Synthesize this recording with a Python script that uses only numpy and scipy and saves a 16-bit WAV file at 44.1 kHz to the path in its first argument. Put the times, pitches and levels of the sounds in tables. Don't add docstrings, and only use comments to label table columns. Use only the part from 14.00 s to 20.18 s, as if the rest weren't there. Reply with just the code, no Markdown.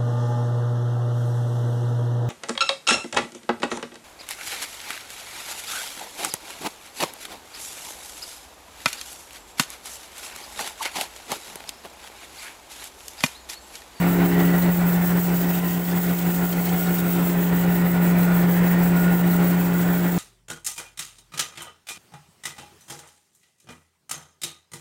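import sys
import numpy as np
from scipy import signal
from scipy.io import wavfile
from scipy.ndimage import uniform_filter1d

SR = 44100
rng = np.random.default_rng(int(sys.argv[2]) if len(sys.argv) > 2 else 0)


def put_to_file(sound):
    columns = np.atleast_2d(sound).T
    safe = np.clip(columns, -1, 1)
    whole_steps = np.round(safe * 32767)
    wavfile.write(sys.argv[1], SR, whole_steps.astype(np.int16))


def volts(x):
    e = np.asarray(x, float) / 20
    return 10 ** e


N = 272538
SIEVE_HZ = 6.347

# start_s [s], level_db [dB], throb_db [dB]
FAN_DISTANCE = [(0.0, -19.3, 0.6), (0.45, -17.9, 1.1), (0.95, -19.3, 0.8), (1.4, -21.3, 1.6),
                (1.7, -23.1, 0.7), (2.1, -22.1, 2.3), (2.6, -22.9, 1.6), (3.1, -21.4, 1.6),
                (3.6, -19.6, 1.2), (4.1, -17.1, 0.4), (4.7, -17.6, 0.2), (5.2, -17.3, 1.3),
                (5.7, -19.1, 0.5), (6.18, -21.7, 2.1)]


def evened(x):
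    return x / np.sqrt(np.mean(x ** 2) + 1e-20)


def read(points, hz):
    f, value = np.transpose(points)
    return np.interp(np.log(hz + 1), np.log(f + 1), value)


def curves(rows, t):
    s, *columns = np.transpose(rows)
    return [np.interp(t, s, c) for c in columns]


def drift(low_hz, top_hz):
    f = np.geomspace(low_hz, top_hz, num=20)
    t = np.arange(0, N + 128, 128) / SR
    sines = np.sin(2 * np.pi * (f[:, None] * t + rng.random((len(f), 1))))
    return np.interp(np.arange(N) / SR, t, evened(sines.T @ f ** -.5))


def coloured(x, points):
    log_gain = read(points, abs(np.fft.fftfreq(4096, 1 / SR))) * np.log(10) / 20
    taps = np.fft.ifft(np.exp(np.conj(signal.hilbert(log_gain)))).real[:2048]
    return evened(signal.oaconvolve(x, taps)[:N])


def away_db(t):
    mean_db = -20
    return mean_db - curves(FAN_DISTANCE, t)[0]


def throb_db(duck=1):
    # start_s [s], depth_db [dB]
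    surges = [(0.133, 1.3), (0.26, 2.0), (0.699, 1.5), (1.197, 1.2), (1.587, 1.5), (1.777, 4.1),
              (2.111, 2.1), (2.461, 1.5), (2.991, 1.2), (3.327, 1.0), (3.868, 2.4), (5.15, 2.3),
              (5.612, 1.6)]
    peak_s, lean, duck_s = .0555, .33, .033
    t = np.arange(0, N + 64, 64) / SR
    stroke = 2 * np.pi * SIEVE_HZ * (t - peak_s)
    out = curves(FAN_DISTANCE, t)[1] * (np.cos(stroke) + lean * np.sin(2 * stroke))
    for start_s, depth_db in surges:
        u = np.maximum(t - start_s, 0) / duck_s
        out -= duck * depth_db * u * np.exp(1 - u)
    return np.interp(np.arange(N) / SR, t, out)


def shaft(turn_hz, orders, belt, shake, waver_db, lift_db):
    belt_hz = 2.25
    t = np.arange(N) / SR
    angle = 2 * np.pi * np.cumsum(turn_hz + 0 * t) / SR
    angle = angle + belt * np.sin(2 * np.pi * belt_hz * t + 3.16) + shake * drift(0.401, 9)
    waver = drift(1.198, 12)
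    out = np.zeros(N)
    for i, (order, level_db) in enumerate(orders):
        share = (level_db < -3) * min(.15 + order / 18, 1.3)
        loose_db = share * waver_db * np.roll(waver, 31000 * i) + lift_db(order)
        tone = np.cos(round(order) * angle + 2 * np.pi * rng.random())
        out += volts(level_db + loose_db) * np.sqrt(2) * tone
    return out


def fan():
    fan_orders = [(2, -35), (3, -26), (4, -51), (5, -29.5), (6, -27.5), (8, 0), (10, -69), (11, -34),
                  (13, -29), (14, -56), (16, -20.5), (24, -34)]
    return shaft(21.9, fan_orders, 0.024, 0.0049, 1.2, lambda order: 0)


def roar():
    roar_colour = [(20, -22), (38, -4), (60, -9), (150, 0.5), (400, -0.5), (520, -3.5), (800, -2.5),
                   (1200, -9.5), (1450, -5.5), (1650, -10), (1950, -7.5), (2300, -12.5), (3000, -18.5),
                   (7000, -35)]
    level_db = -10.5
    gusts = rng.standard_normal(N) * volts(1.04 * drift(8, 80))
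    return volts(level_db) * coloured(gusts, roar_colour)


def placed(x):
    place = [(90, 0.26, 2.5), (175, 0, 0), (330, 0.43, 1), (800, 0.2, 3), (1800, 0.42, 3)]
    facing_until_s, turn_s = 0.5, .06
    hz, s, z = signal.stft(x, SR, nperseg=2048)
    facing = 1 / (1 + np.exp((s - facing_until_s) / turn_s))
    pitch_hz, undone, lift_db = np.transpose(place)
    undone = read(np.transpose([pitch_hz, undone]), hz)[:, None]
    lift_db = read(np.transpose([pitch_hz, lift_db]), hz)[:, None]
    z = z * volts(undone * away_db(s) + lift_db * facing)
    return signal.istft(z, SR, nperseg=2048)[1][:N]


def rotor():
    rotor_orders = [(1, -43), (2, -38), (3, -30.5), (4, -18), (5, -20), (6, -20), (7, -31.5), (8, -26),
                    (9, -28), (10, -32), (11, -26.5), (12, -32), (13, -33), (14, -32), (15, -32), (19, -42),
                    (20, -33), (21, -25.5), (22, -38), (25, -42), (26, -32), (27, -33.5), (28, -30),
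                    (29, -32), (31, -42)]
    # centre_s [s], half_s [half length, s], order [centre of group], lift_db [dB]
    standing_waves = [(.3, .3, 4, 12.5), (.85, 0.12, 4, -5), (3.25, 0.34, 4, 4.5), (5.35, 0.22, 4, 3.5),
                      (5.95, 0.34, 4, 3), (.33, .25, 11, 11.5), (2.7, .45, 11, 5), (1.45, .1, 11, 4),
                      (5.3, .2, 11, 4), (1.68, .15, 15, 10), (3.3, .2, 15, 5), (.06, .06, 21, 4),
                      (.5, .06, 21, 4), (1.14, .07, 21, 3), (2.45, .07, 21, 11), (2.85, .12, 21, 8.5),
                      (3.2, .06, 21, 5), (4, .07, 21, 10), (4.29, .08, 21, 9), (4.68, .08, 21, 7),
                      (5.08, .18, 21, 8.5), (5.35, .06, 21, 5), (.25, .1, 28, 5), (.65, .1, 28, 5),
                      (1.44, .07, 28, 6), (2.4, .08, 28, 4), (3.55, .06, 28, 6), (4.7, .12, 28, 9),
                      (5.2, .15, 28, 4), (6.05, .1, 28, 4)]
    group_reach = {4: 2.6, 11: 1.5, 15: .8, 21: 2.4, 28: 3.2}
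    # level_db [dB], undone [share of the fan's distance change undone]
    group_rest = [(-1, 0.75), (-1.5, 1.4), (-2, .6), (-2.5, .2), (-3.5, .3)]
    t = np.arange(0, N + 64, 64) / SR
    groups = {}
    for centre, (level_db, undone) in zip(group_reach, group_rest):
        groups[centre] = level_db + undone * away_db(t)
    for centre_s, half_s, order, db in standing_waves:
        lift = db * np.exp(-((t - centre_s) / half_s) ** 2)
        groups[round(order)] = groups[round(order)] + lift

    def lift_db(order):
        total = sum(np.exp(-((order - c) / reach) ** 4) * groups[c] for c, reach in group_reach.items())
        return np.interp(np.arange(N) / SR, t, total)

    return shaft(68.47 + .04 * drift(.3, 3), rotor_orders, 0.038, .02, 1.3, lift_db)


def machine():
    hum_db = curves(FAN_DISTANCE, np.arange(N) / SR)[0]
    flutter_db = .45 * drift(4, 22)
    return volts(hum_db + throb_db() + flutter_db) * (placed(fan() + roar()) + rotor())


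def pings(per_s, t60):
    t, out = np.arange(1200) / SR, np.zeros(N)
    for hz in np.geomspace(2600, 13000, num=18) * rng.uniform(.97, 1.03, size=18):
        strikes = rng.standard_normal(N) * (rng.random(N) < per_s / SR)
        ring = np.sin(2 * np.pi * hz * t) * volts(-60 * t / t60)
        out += signal.oaconvolve(strikes, ring)[:N]
    return evened(out)


def rattle(swing_db, lag_s, per_s, spread_db, colour, ringing):
    peak_s = 0.13
    stroke = 2 * np.pi * SIEVE_HZ * (np.arange(N) / SR - peak_s - lag_s)
    wave_db = swing_db * (np.cos(stroke) - 0.16 * np.cos(2 * stroke + 0.25))
    weight = volts(spread_db * np.minimum(rng.exponential(size=N), 4))
    hits = rng.standard_normal(N) * weight * (rng.random(N) < per_s / SR)
    wash = 1.48 * rng.standard_normal(N)
    return volts(wave_db) * coloured(evened(hits) + wash + ringing, colour)


def grain():
    # [sieve swing, dB]
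    nearness = [
        (0, -0.5, 2),
        (.5, 0, 3),
        (1.25, 1.5, 3.5),
        (1.7, 1, 1.5),
        (2.3, 1, 2.5),
        (3.1, 1.5, 2.5),
        (3.6, -1, 4.5),
        (4.8, -1, 3.5),
        (5.45, -0.5, 3.5),
        (6.18, -2, 1),
    ]
    rattles = [
        (-48.5, 0.89, .8),
        (-43, 0.76, 0.22),
        (-30, 1, .05),
    ]
    # pitch_hz [Hz], level_db [dB per Hz]
    low_colour = [(1500, -21.5), (2800, 1.5), (4000, -2.5), (5500, -6), (8000, -15), (16000, -40)]
    dull_colour = [(3500, -21), (4880, -12.5), (6240, -6.5), (7400, -1), (7980, 1.5), (8600, -4),
                   (9600, -9), (12000, -6), (16000, -20)]
    bright_colour = [(6000, -42), (9600, -22.5), (12300, -14.5), (13800, -7), (14800, -0.5), (15500, 3),
                     (15800, 1.5), (18000, -4.5)]
    t = np.arange(N) / SR
    near_db, swing_db = curves(nearness, t)
    low_db, dull_db, bright_db = (db + near * near_db + undone * away_db(t) for db, near, undone in rattles)
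    clumps_db = drift(13, 120)
    ringing = .45 * pings(30, 0.046)
    low = rattle(.5 * swing_db + 1.2, 0.0082, 9000, 2.5, low_colour, ringing)
    dull = rattle(0.59 * swing_db + 1.0, 0.0042, 9000, 2.2, dull_colour, ringing)
    bright = rattle(.9 * swing_db + 1.5, -0.0076, 9000, 2.4, bright_colour, ringing)
    stream = volts(low_db + 0.92 * clumps_db) * low
    stream += volts(dull_db + 0.75 * clumps_db) * dull
    stream += volts(bright_db + 1.3 * clumps_db) * bright
    return volts(.6 * throb_db(duck=1.5)) * stream


def ticks():
    close_kernels = [(0.399, -27, 3435, -11), (0.6205, -28, 4060, -9), (1.2909, -30, 3057, -13),
                     (1.6836, -32, 3790, -5), (1.8542, -32, 4304, -9), (1.9108, -29, 3516, -8),
                     (2.0643, -31, 3200, -3), (2.0911, -30, 3850, -9), (2.1864, -27, 3160, -10),
                     (2.5259, -28, 4400, -2), (2.6661, -33, 3960, -10), (2.69, -26.5, 3120, -15),
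                     (2.8697, -30, 3790, -8), (2.9844, -29, 3740, 2), (3.2974, -29, 3002, -13),
                     (4.2255, -33, 4090, -3), (4.6743, -31, 3950, -9)]
    dull_band = signal.butter(2, [2500, 7000], "bandpass", fs=SR)
    bright_band = signal.butter(2, [7000, 12000], "bandpass", fs=SR)
    out, t = np.zeros(N + SR), np.arange(1500) / SR
    for start_s, peak_db, ring_hz, bright_db in close_kernels:
        dull = evened(signal.lfilter(*dull_band, rng.standard_normal(len(t))))
        bright = evened(signal.lfilter(*bright_band, rng.standard_normal(len(t))))
        crack = (dull + volts(bright_db) * bright) * volts(-60 * t / 0.057) * np.minimum(t / 0.0019, 1)
        ring = 0.76 * np.sin(2 * np.pi * ring_hz * t) * volts(-60 * t / 0.061)
        out[round(start_s * SR):][:len(t)] += volts(peak_db - 8.0) * (crack + ring)
    return out[:N]


def reflections(x, ripple_db, from_hz):
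    hz, s, z = signal.stft(x, SR, nperseg=1024)
    field = rng.standard_normal((len(s), len(hz))).T
    field = uniform_filter1d(field, size=2, axis=0)
    field = evened(uniform_filter1d(field, size=24, axis=1))
    depth_db = ripple_db * np.clip(np.log2((hz + 1) / from_hz), 0, 1)[:, None]
    return signal.istft(z * volts(depth_db * field), SR, nperseg=1024)[1][:N]


def scene():
    return reflections(machine() + grain() + ticks(), 2.02, 860)[None]


def band_limit(x):
    return signal.sosfilt(signal.butter(12, 17080, fs=SR, output="sos"), x)


def record(dry):
    edge_hz = 15740
    taps = signal.firwin(1535, edge_hz, window=("kaiser", 9), fs=SR)
    limited = signal.oaconvolve(dry, taps[None], "same")
    return band_limit(limited)


dry = scene()
out = record(dry)
put_to_file(out)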